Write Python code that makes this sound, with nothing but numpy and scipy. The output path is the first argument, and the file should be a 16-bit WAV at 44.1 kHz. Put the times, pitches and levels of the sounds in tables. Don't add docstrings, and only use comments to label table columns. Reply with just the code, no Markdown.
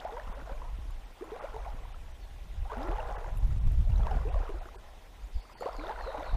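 import sys
import numpy as np
from scipy import signal
from scipy.io import wavfile
from scipy.ndimage import uniform_filter1d

SR = 44100
rng = np.random.default_rng(int(sys.argv[2]) if len(sys.argv) > 2 else 0)


def inscribe(sig):
    pcm = np.round(np.clip(np.atleast_2d(sig).T, -1, 1) * 32767)
    wavfile.write(sys.argv[1], SR, pcm.astype(np.int16))


def how_loud(loudness_db):
    steps = np.asarray(loudness_db, float) / 20
    return 10 ** steps


N = 280476


def evened(x):
    return x / np.sqrt(np.mean(x ** 2) + 1e-20)


def steadied(x):
    power = uniform_filter1d(uniform_filter1d(x ** 2, size=3000), size=3000)
    return x / np.sqrt(abs(power) + 1e-20)


def read(points, hz):
    f, value = np.transpose(points)
    return np.interp(np.log(hz + 1), np.log(f + 1), value)


def curve(rows, column):
    rows = np.asarray(rows)
    return np.interp(np.arange(N) / SR, rows[:, 0], rows[:, column])


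def crests(rows, depth_db):
    t = np.arange(0, N + 64, 64) / SR
    power = np.zeros(len(t))
    for s, db, rise, fall in rows:
        away = np.maximum((s - t) / rise, (t - s) / fall)
        power += how_loud(db - depth_db * away) ** 2
    return np.interp(np.arange(N) / SR, t, np.sqrt(power))


def add(mix, s, sound):
    part = mix[round(s * SR):][:len(sound)]
    part += sound[:len(part)]


def hiss(spectrum, size, patchy_db, flicker_db):
    frames, hz = 4 * N // size + 5, np.fft.rfftfreq(size, 1 / SR)
    real, imag, patches = rng.standard_normal((frames, len(hz), 3)).T
    patches = evened(uniform_filter1d(uniform_filter1d(patches, size=9, axis=0), size=8, axis=1))
    flicker = evened(uniform_filter1d(rng.standard_normal(frames), size=3))
    level_db = read(spectrum, hz)[:, None] + patchy_db * patches + flicker_db * flicker
    z = (real + 1j * imag) * how_loud(level_db)
    return evened(signal.istft(z, nperseg=size, noverlap=3 * size // 4)[1][:N])


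def bubble(hz, rise, ring):
    t = np.arange(round(ring * SR)) / SR
    swell = (1 - np.exp(-t / 0.001)) * np.exp(-np.log(1000) * (t / ring) ** 1.676)
    return swell * np.sin(2 * np.pi * np.cumsum(hz * 2 ** (rise * t / ring)) / SR)


def pinch():
    pinch_s = 0.0015
    u = np.arange(200) / SR / pinch_s * 10
    return how_loud(-8) * u * (2 - u) * np.exp(1 - u)


def add_pinched(mix, s, db, hz, rise, ring):
    add(mix, s, how_loud(db) * bubble(hz, rise, ring))
    add(mix, s, how_loud(db) * pinch())


def swarm(spectrum, lo_hz, hi_hz, per_s, cycles, spread_db, count):
    pick, kind, strength = rng.random(N), rng.integers(0, count, N), rng.exponential(1, N)
    train = (pick < per_s / SR) * how_loud(spread_db * np.minimum(strength, 4))
    out = np.zeros(N)
    for k, hz in enumerate(np.geomspace(lo_hz, hi_hz, count)):
        grain = bubble(hz, 0.49 * rng.random(), cycles * rng.uniform(0.29, 1.52) / hz)
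        weight = how_loud(read(spectrum, hz)) * np.sqrt(hz) / np.linalg.norm(grain)
        out += signal.oaconvolve(train * (kind == k), weight * grain)[:N]
    return evened(out)


def river():
    # f/Hz, spectral level/dB per Hz
    riffle_spectrum = [(90, 0.5), (200, -0.5), (310, 0.5), (500, -6.5), (800, -2.5), (1080, -11.5),
                       (2000, -7.5), (3700, -10), (4200, -15), (6800, -18), (7300, -20.5), (15400, -25.5)]
    # f/Hz, level/dB
    whine_tones = [(8631, -88)]
    wash = hiss(riffle_spectrum, size=512, patchy_db=2.05, flicker_db=-0.1)
    babble = swarm(riffle_spectrum, lo_hz=450, hi_hz=6000, per_s=2500, cycles=12, spread_db=2.5, count=14)
    waver_hz = 7.2 * evened(uniform_filter1d(rng.standard_normal(N), size=4000))
    whine = np.zeros(N)
    for hz, db in whine_tones:
        whine += how_loud(db + 3) * np.sin(2 * np.pi * np.cumsum(hz + waver_hz) / SR)
    return how_loud(-59.5) * (wash + how_loud(-18) * babble) + whine


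def breeze():
    # t/s, level/dB, extra level of the faster eddies/dB
    wind = [(0, -49.5, 0), (.3, -42, -1), (.9, -42, -2), (1.2, -55, -2), (1.65, -36, -5), (2.1, -43, -1),
            (2.5, -43, 3), (3.2, -39, 2), (3.5, -29, 1), (3.9, -29.5, 1), (4.2, -32, 3), (4.7, -46.5, -2),
            (5.05, -51, 1), (5.55, -54.5, -3), (5.8, -46, -5), (6.25, -42, -5), (6.36, -31.5, -1)]
    # t of the crest/s, level/dB, half length/s
    gusts = [(0.295, -32.5, 0.048), (0.556, -34, 0.083), (0.734, -33.5, 0.15), (0.914, -33.5, 0.16),
             (2.608, -29.5, 0.085), (2.915, -30, 0.12), (3.1, -35.5, .08), (3.32, -32, 0.03),
             (3.44, -22, 0.052), (3.677, -20, 0.063), (3.792, -19.5, 0.056), (3.957, -21, 0.15),
             (4.15, -29, 0.094), (4.357, -20.5, 0.074), (4.562, -30, .07), (5.238, -37, .06),
             (5.363, -26, 0.035), (5.79, -34, 0.062), (6.03, -35, 0.075), (6.349, -20, 0.03)]
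    # f/Hz, spectral level/dB per Hz
    buffet_spectrum = [(8, -16), (25, 1.5), (42, 5.5), (62, -3), (120, -29.5), (260, -55), (500, -102)]
    # f/Hz, spectral level/dB per Hz
    flutter_spectrum = [(35, -26), (65, 1), (95, 3.5), (140, -10.5), (220, -23.5), (330, -38), (600, -90)]
    buffet = hiss(buffet_spectrum, size=4096, patchy_db=3.5, flicker_db=2.0)
    low = steadied(signal.sosfiltfilt(signal.butter(2, 74, "low", fs=SR, output="sos"), buffet))
    deep = signal.sosfiltfilt(signal.butter(2, 55, "low", fs=SR, output="sos"), low)
    puffs = how_loud(3 * evened(uniform_filter1d(rng.standard_normal(N), size=900)))
    flutter = steadied(hiss(flutter_spectrum, size=2048, patchy_db=3.5, flicker_db=2.0) * puffs)
    wind_db, eddy_db = curve(wind, column=1), curve(wind, column=2)
    gust_push = crests([(s, db, half, half) for s, db, half in gusts], depth_db=15)
    push = np.hypot(how_loud(wind_db), gust_push)
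    shake_db = eddy_db - 55 + 1.81 * (wind_db + 40)
    shake = how_loud(shake_db) * (push / how_loud(wind_db)) ** 0.42
    last = np.minimum(np.arange(N, 0, -1) / 256, 1)
    buffeting = push * (deep + how_loud(eddy_db) * (low - deep))
    return last * (buffeting + (shake + how_loud(-69.5)) * flutter)


def bird():
    # t/s, length/s, start f/Hz, end f/Hz, level/dB
    whistles = [
        (2.198, 0.072, 4680, 4200, -67),
        (5.232, 0.02, 6260, 7360, -65),
        (5.325, 0.06, 5200, 4390, -65),
        (5.503, 0.12, 5080, 4250, -63),
        (5.725, .13, 4950, 3600, -61.5),
        (5.98, .14, 4560, 3700, -60),
        (6.228, 0.1, 4680, 3500, -59),
    ]
    far, near = np.zeros(N), np.zeros(N)
    for s, length, from_hz, to_hz, db in whistles:
        u = np.linspace(0, 1, round(length * SR))
        warble_hz = 70 * evened(uniform_filter1d(rng.standard_normal(len(u)), size=60))
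        hz = to_hz + (from_hz - to_hz) * (1 - u) ** 1.4 + warble_hz
        note = np.sin(np.pi * u) ** 0.32 * np.sin(2 * np.pi * np.cumsum(hz) / SR)
        is_near = to_hz > from_hz or s < 3
        add(near if is_near else far, s, how_loud(db) * note)
    t = np.arange(SR // 2) / SR
    echoes = rng.standard_normal(len(t)) * how_loud(-60 * t / 0.8)
    echoed = signal.oaconvolve(far, echoes / np.linalg.norm(echoes))[:N]
    return near + how_loud(-5) * far + how_loud(4.5) * echoed


def gear():
    # t/s, peak level/dB, ring of the fitting/dB
    ticks = [(0.9068, -52, -14), (1.242, -54, -15), (2.8734, -55, -16), (2.9572, -57, -16),
             (3.3583, -56, -21), (3.3718, -46, -20), (3.3834, -48, -17), (3.4725, -56, -20),
             (3.719, -48, -23), (3.9629, -58, -16), (4.6693, -59, -16), (5.605, -54, -3.5),
             (2.78, -56, -30), (2.832, -54, -30), (2.91, -57, -30)]
    # f/Hz, level/dB, t60/s
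    modes = [(7127, 0.5, 0.11), (10550, 7.5, 0.01), (10000, -9, 0.04), (12375, -7, 0.08), (14100, -13, .05)]
    # t/s, peak level/dB, f/Hz
    bumps = [(.27, -42, 200), (0.297, -37.5, 170), (0.424, -39.5, 152), (0.517, -39, 233),
             (0.786, -38.5, 250), (0.854, -43, 260), (.892, -46, 118), (1.746, -40, 220), (2.9, -37, 130),
             (4.403, -33, 354), (5.349, -46, 139), (6.327, -40, 171)]
    out, t = np.zeros(N), np.arange(6000) / SR
    ring = sum(how_loud(db - 60 * t / t60) * np.sin(2 * np.pi * hz * t) for hz, db, t60 in modes)
    bright = signal.butter(2, [8500, 13000], "band", fs=SR, output="sos")
    for s, db, ring_db in ticks:
        scratch = signal.sosfilt(bright, rng.standard_normal(len(t))) * how_loud(-60 * t / 0.017)
        add(out, s, how_loud(db) * (0.99 * scratch + how_loud(ring_db) * ring))
    for s, db, hz in bumps:
        add(out, s, how_loud(db) * bubble(hz, rise=0, ring=2.9 / hz))
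    return out


def froth():
    # f/Hz, spectral level/dB per Hz
    froth_spectrum = [(120, -41), (200, -9), (292, -33), (404, -1), (522, -2.5), (800, 1), (1650, -12),
                      (2300, -21.5), (3870, -27.5), (7560, -36.5), (12000, -38.5), (15600, -83),
                      (22000, -120)]
    # t of the crest/s, level/dB, rise/s, fall/s
    surges = [(0, -47, .05, 0.75), (.35, -50.5, 0.12, 0.061), (.5, -49, 0.086, 0.15),
              (1.26, -54.5, 0.056, .15), (1.4, -46, 0.19, 0.21), (1.63, -51, 0.37, 0.42),
              (2.72, -45, .03, 0.19), (2.87, -41, .14, 0.48), (3.2, -49, 0.6, .17), (4.11, -43, 0.17, 0.24),
              (4.42, -48.5, 0.27, 0.49), (5.63, -46, .025, .2), (5.76, -47, .08, .1), (.65, -53, .08, .12),
              (5.89, -42.5, .13, 0.38), (6.2, -43.5, 0.47, 0.49)]
    small = swarm(froth_spectrum, lo_hz=428, hi_hz=2600, per_s=1500, cycles=24, spread_db=2.4, count=28)
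    spray = swarm(froth_spectrum, lo_hz=1800, hi_hz=6000, per_s=350, cycles=7, spread_db=3.5, count=12)
    wash = hiss(froth_spectrum, size=256, patchy_db=3.0, flicker_db=1.5)
    lumps = uniform_filter1d(uniform_filter1d(rng.standard_normal(N), size=600), size=600)
    clumps = how_loud(1.5 * evened(lumps))
    calm_db = -65.5
    churn = np.hypot(crests(surges, depth_db=14), how_loud(calm_db)) * clumps
    return churn * (small + how_loud(-20) * spray + how_loud(-8.5) * wash)


def drops():
    # t/s, peak level/dB, f/Hz
    falls = [(0.0418, -51, 2480), (0.1254, -44.5, 3500), (0.238, -48, 3180), (0.2725, -45.5, 2800),
             (2.7177, -49, 3330), (2.78, -45, 2800), (2.828, -42, 3680), (3.0023, -36, 2720),
             (3.3712, -46, 2670), (3.919, -43.5, 2730), (3.959, -40.5, 3860), (4.033, -42.5, 3280),
             (4.062, -44, 2580), (4.109, -44, 2850), (4.2885, -41, 2540), (4.4912, -47, 2750),
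             (5.652, -44, 2700), (5.7303, -41, 5300), (5.7658, -42, 4900), (5.868, -36, 3550),
             (6.2302, -41.5, 3450), (3.981, -43, 5870), (4.112, -43, 5200), (4.585, -48, 5000),
             (5.767, -41, 6800), (2.832, -38, 4960), (5.632, -44, 2120), (5.664, -45, 3900),
             (5.88, -48, 5060)]
    out = np.zeros(N)
    for s, db, hz in falls:
        add(out, s, how_loud(db) * bubble(hz, rise=0.095, ring=24.4 / hz))
        decay = how_loud(-60 * np.arange(299) / SR / 0.0035)
        slap = np.diff(uniform_filter1d(rng.standard_normal(300), size=5)) * decay
        add(out, s, how_loud(db - 6) * slap)
    return out


def pockets():
    # t/s, peak level/dB, start f/Hz, ring time/s
    trapped = [(4.021, -50, 420, .1), (.121, -40, 437, .19), (.18, -37, 541, 0.062),
               (1.21, -36.5, 319.4, 0.054), (1.222, -34, 386, .042), (1.318, -34, 400, 0.1),
               (1.444, -33, 560, 0.035), (1.662, -37, 640, 0.06), (2.654, -42, 710, 0.065),
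               (2.84, -40, 320, 0.12), (2.884, -35, 304, 0.11), (3.026, -39, 700, 0.055),
               (4.298, -42.5, 662, 0.08), (4.357, -33, 528, .043), (4.501, -38.5, 350, .063),
               (4.538, -44, 310, 0.106), (4.611, -42, 675, .055), (5.609, -33, 440, 0.04),
               (5.66, -33, 954, 0.039), (5.668, -33.5, 670, 0.034), (5.688, -28.5, 590, 0.025),
               (5.632, -37, 520, .05), (5.678, -31, 800, .03), (5.785, -41, 278, 0.19),
               (5.836, -34, 530, 0.034), (6.143, -34.5, 780, 0.043), (6.147, -34.5, 548, 0.036),
               (0.137, -40, 800, .025), (.495, -42.5, 760, .035), (1.438, -33, 490, 0.037),
            (1.652, -39.5, 1000, .027), (2.698, -38, 906, .07), (3.213, -45, 422, 0.1),
            (3.263, -39, 710, 0.029), (3.995, -39, 710, .03), (4.431, -38, 430, 0.028),
            (4.656, -40.5, 1300, 0.011), (4.687, -41, 1080, 0.014), (4.745, -41.5, 815, 0.017),
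            (5.645, -34.5, 560, 0.034), (5.88, -35, 636, 0.042), (6.198, -35, 863, 0.038)]
    # t/s, peak level/dB, f/Hz
    plops = [(.198, -31, 1600), (.277, -35, 1160), (.326, -34.5, 1000), (.414, -37.5, 1354),
             (.618, -33.5, 960), (1.363, -33, 700), (1.544, -32, 880), (1.564, -31.5, 800),
             (1.853, -38, 900), (2.718, -30, 1000), (2.733, -29.5, 870), (2.77, -31, 800),
             (2.818, -30, 640), (2.83, -32, 750), (2.875, -35, 1160), (3.089, -31, 557), (3.244, -32, 810),
             (4.069, -24, 880), (4.169, -33.5, 670), (4.343, -31.5, 1020), (4.344, -33, 630),
             (4.492, -32, 408), (5.895, -28, 800), (5.986, -36, 820), (6.01, -30.5, 790),
             (6.181, -33, 1010), (6.207, -30, 680), (6.225, -30.5, 577), (6.241, -36, 640)]
    # t/s, peak level/dB, f/Hz
    beads = [(.474, -41, 650), (.493, -44, 1500), (.531, -46, 1450), (.578, -48, 2250), (.17, -42, 1500),
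             (1.208, -45, 1150), (1.241, -45, 1000), (1.29, -47, 2450), (1.395, -41, 1250),
             (1.408, -42, 1050), (1.455, -41, 950), (1.482, -45, 1400), (1.555, -47, 1950),
             (1.648, -45, 2250), (1.657, -40, 1100), (1.703, -40, 800), (1.836, -48, 1950),
             (2.702, -42, 1500), (2.738, -40, 1450), (2.805, -40, 1350), (2.836, -39, 1150),
             (2.932, -39, 1100), (2.958, -36, 800), (2.995, -42, 1500), (3.029, -41, 1400),
             (3.084, -43, 1500), (3.145, -40, 1050), (3.243, -41, 1500), (3.262, -47, 1950),
             (3.956, -45, 1420), (4.031, -41, 1260), (4.455, -40, 1270), (4.478, -40, 1180),
             (5.452, -48, 1200), (5.496, -47, 1150), (5.553, -45, 900), (5.608, -40, 1250),
             (5.631, -42, 1800), (5.693, -39, 1250), (5.825, -40, 1220), (5.838, -37, 1450),
             (5.845, -38, 1000), (5.894, -38, 1500), (5.908, -34, 900), (5.92, -40, 1510),
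             (5.96, -36, 1410), (6.009, -38, 1760), (6.04, -37, 1140), (6.072, -37, 1360),
             (6.115, -43, 1850), (6.174, -39, 1450), (6.23, -42, 2200), (6.245, -41, 1500),
             (6.293, -40, 1450), (5.585, -48, 1900)]
    # t/s, peak level/dB, start f/Hz, rise/octaves, ring time/s
    gulps = [(0.381, -52, 239, 1.5, 0.16), (1.245, -50, 320, 0, 0.18), (1.279, -45.5, 318, 3, 0.051),
             (2.719, -38, 452, -.3, .076), (3.257, -49, 380, -1.2, 0.049), (3.868, -49, 566, 2, 0.15),
             (3.945, -55, 602, 0.37, 0.24), (.0495, -29, 590, 1.6, .05), (4.11, -45, 412, 0.3, 0.17),
             (4.271, -44.5, 280, 3.5, 0.12), (4.656, -43.5, 390, -0.6, 0.032), (5.85, -46, 343, 1.5, 0.15),
             (6.061, -41, 417, 1.9, 0.13), (6.181, -41.5, 275, 0.9, 0.094), (0.901, -54, 1110, 0.05, 0.05),
             (0, -42, 2600, 2.3, 0.014), (1.943, -42.5, 1290, 0.1, 0.016), (4.755, -47, 387, -0.1, 0.055),
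             (5.795, -35.5, 2080, 0.6, 0.0086), (2.768, -40, 222.8, 2.5, .35), (4.251, -36, 390, 1.5, 0.13),
             (5.658, -26.5, 421.5, 1.8, 0.05), (4.111, -31.5, 813, -2, 0.054), (6.077, -34, 537, 0, 0.078),
             (.168, -33, 1000, -.4, .04), (.494, -43, 520, .6, .17), (.085, -40, 780, 0, .04),
             (.37, -41, 560, 0, .05), (.65, -44, 900, .2, .03), (.675, -45, 950, .4, .04),
             (1.54, -40, 420, .4, .14), (2.984, -31, 850, .3, .045), (3.11, -31.5, 720, .5, .03),
             (5.622, -28, 600, 2.4, .022), (2.925, -40, 400, .2, .05), (3.05, -44, 480, 0, .2),
             (5.9, -33, 900, .1, .04)]
    out = np.zeros(N)
    for s, db, hz, ring in trapped:
        add_pinched(out, s, db, hz, rise=0.95, ring=ring)
    for s, db, hz in plops:
        add_pinched(out, s, db, hz, rise=0.49, ring=11.4 / hz)
    for s, db, hz in beads:
        add_pinched(out, s, db + 1.5, hz, rise=0.2, ring=18 / hz)
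    for s, db, hz, rise, ring in gulps:
        add_pinched(out, s, db, hz, np.clip(rise, -0.5, 2.5), ring)
    return out


def scene():
    return (river() + breeze() + bird() + gear() + froth() + drops() + pockets())[None]


def top_cut(x):
    return signal.sosfilt(signal.butter(12, 15430, fs=SR, output="sos"), x)


def record(dry):
    # t/s, lower edge f/Hz
    gaps = [(0.061, 5500), (0.34, 3670), (1.06, 5512), (1.406, 4170), (1.937, 5540), (2.132, 4478),
            (3.173, 2000), (3.39, 3100), (3.602, 3920), (3.646, 4478), (4.309, 3800), (4.605, 4260),
            (4.773, 1740), (5.417, 6029), (5.555, 3300)]
    # start t/s, end t/s
    top_gaps = [(.6, .68), (.73, .77), (.87, .97), (1.9, 1.95), (2.05, 2.1), (3.29, 3.33), (3.42, 3.46),
                (3.51, 3.82), (3.89, 4.02), (4.29, 4.42), (5.34, 5.37), (6.31, 6.36)]
    padded = np.pad(dry, [(0, 0), (0, 512)], "reflect")
    hz, t, z = signal.stft(padded, SR, nperseg=512, noverlap=448, boundary="even", padded=False)
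    spared = rng.random((len(hz) // 6 + 1, len(t) // 40 + 1)) < 0.35
    spared = spared.repeat(6, axis=0).repeat(40, axis=1)[:len(hz), :len(t)]
    lost = np.zeros(z.shape[1:], bool)
    for s, edge_hz in gaps:
        half_s = 0.018 if s > 5.5 else 0.0095
        lost |= np.outer(hz > edge_hz, abs(t - s) < half_s)
    for start, end in top_gaps:
        lost |= np.outer(hz > 13000, (t > start) & (t < end))
    z = z * np.where(lost & ~spared, how_loud(-24), 1)
    z = z * (hz < 15400)[:, None]
    thinned = signal.istft(z, SR, nperseg=512, noverlap=448)[1][:, :N]
    return top_cut(thinned)


dry = scene()
out = record(dry)
inscribe(out)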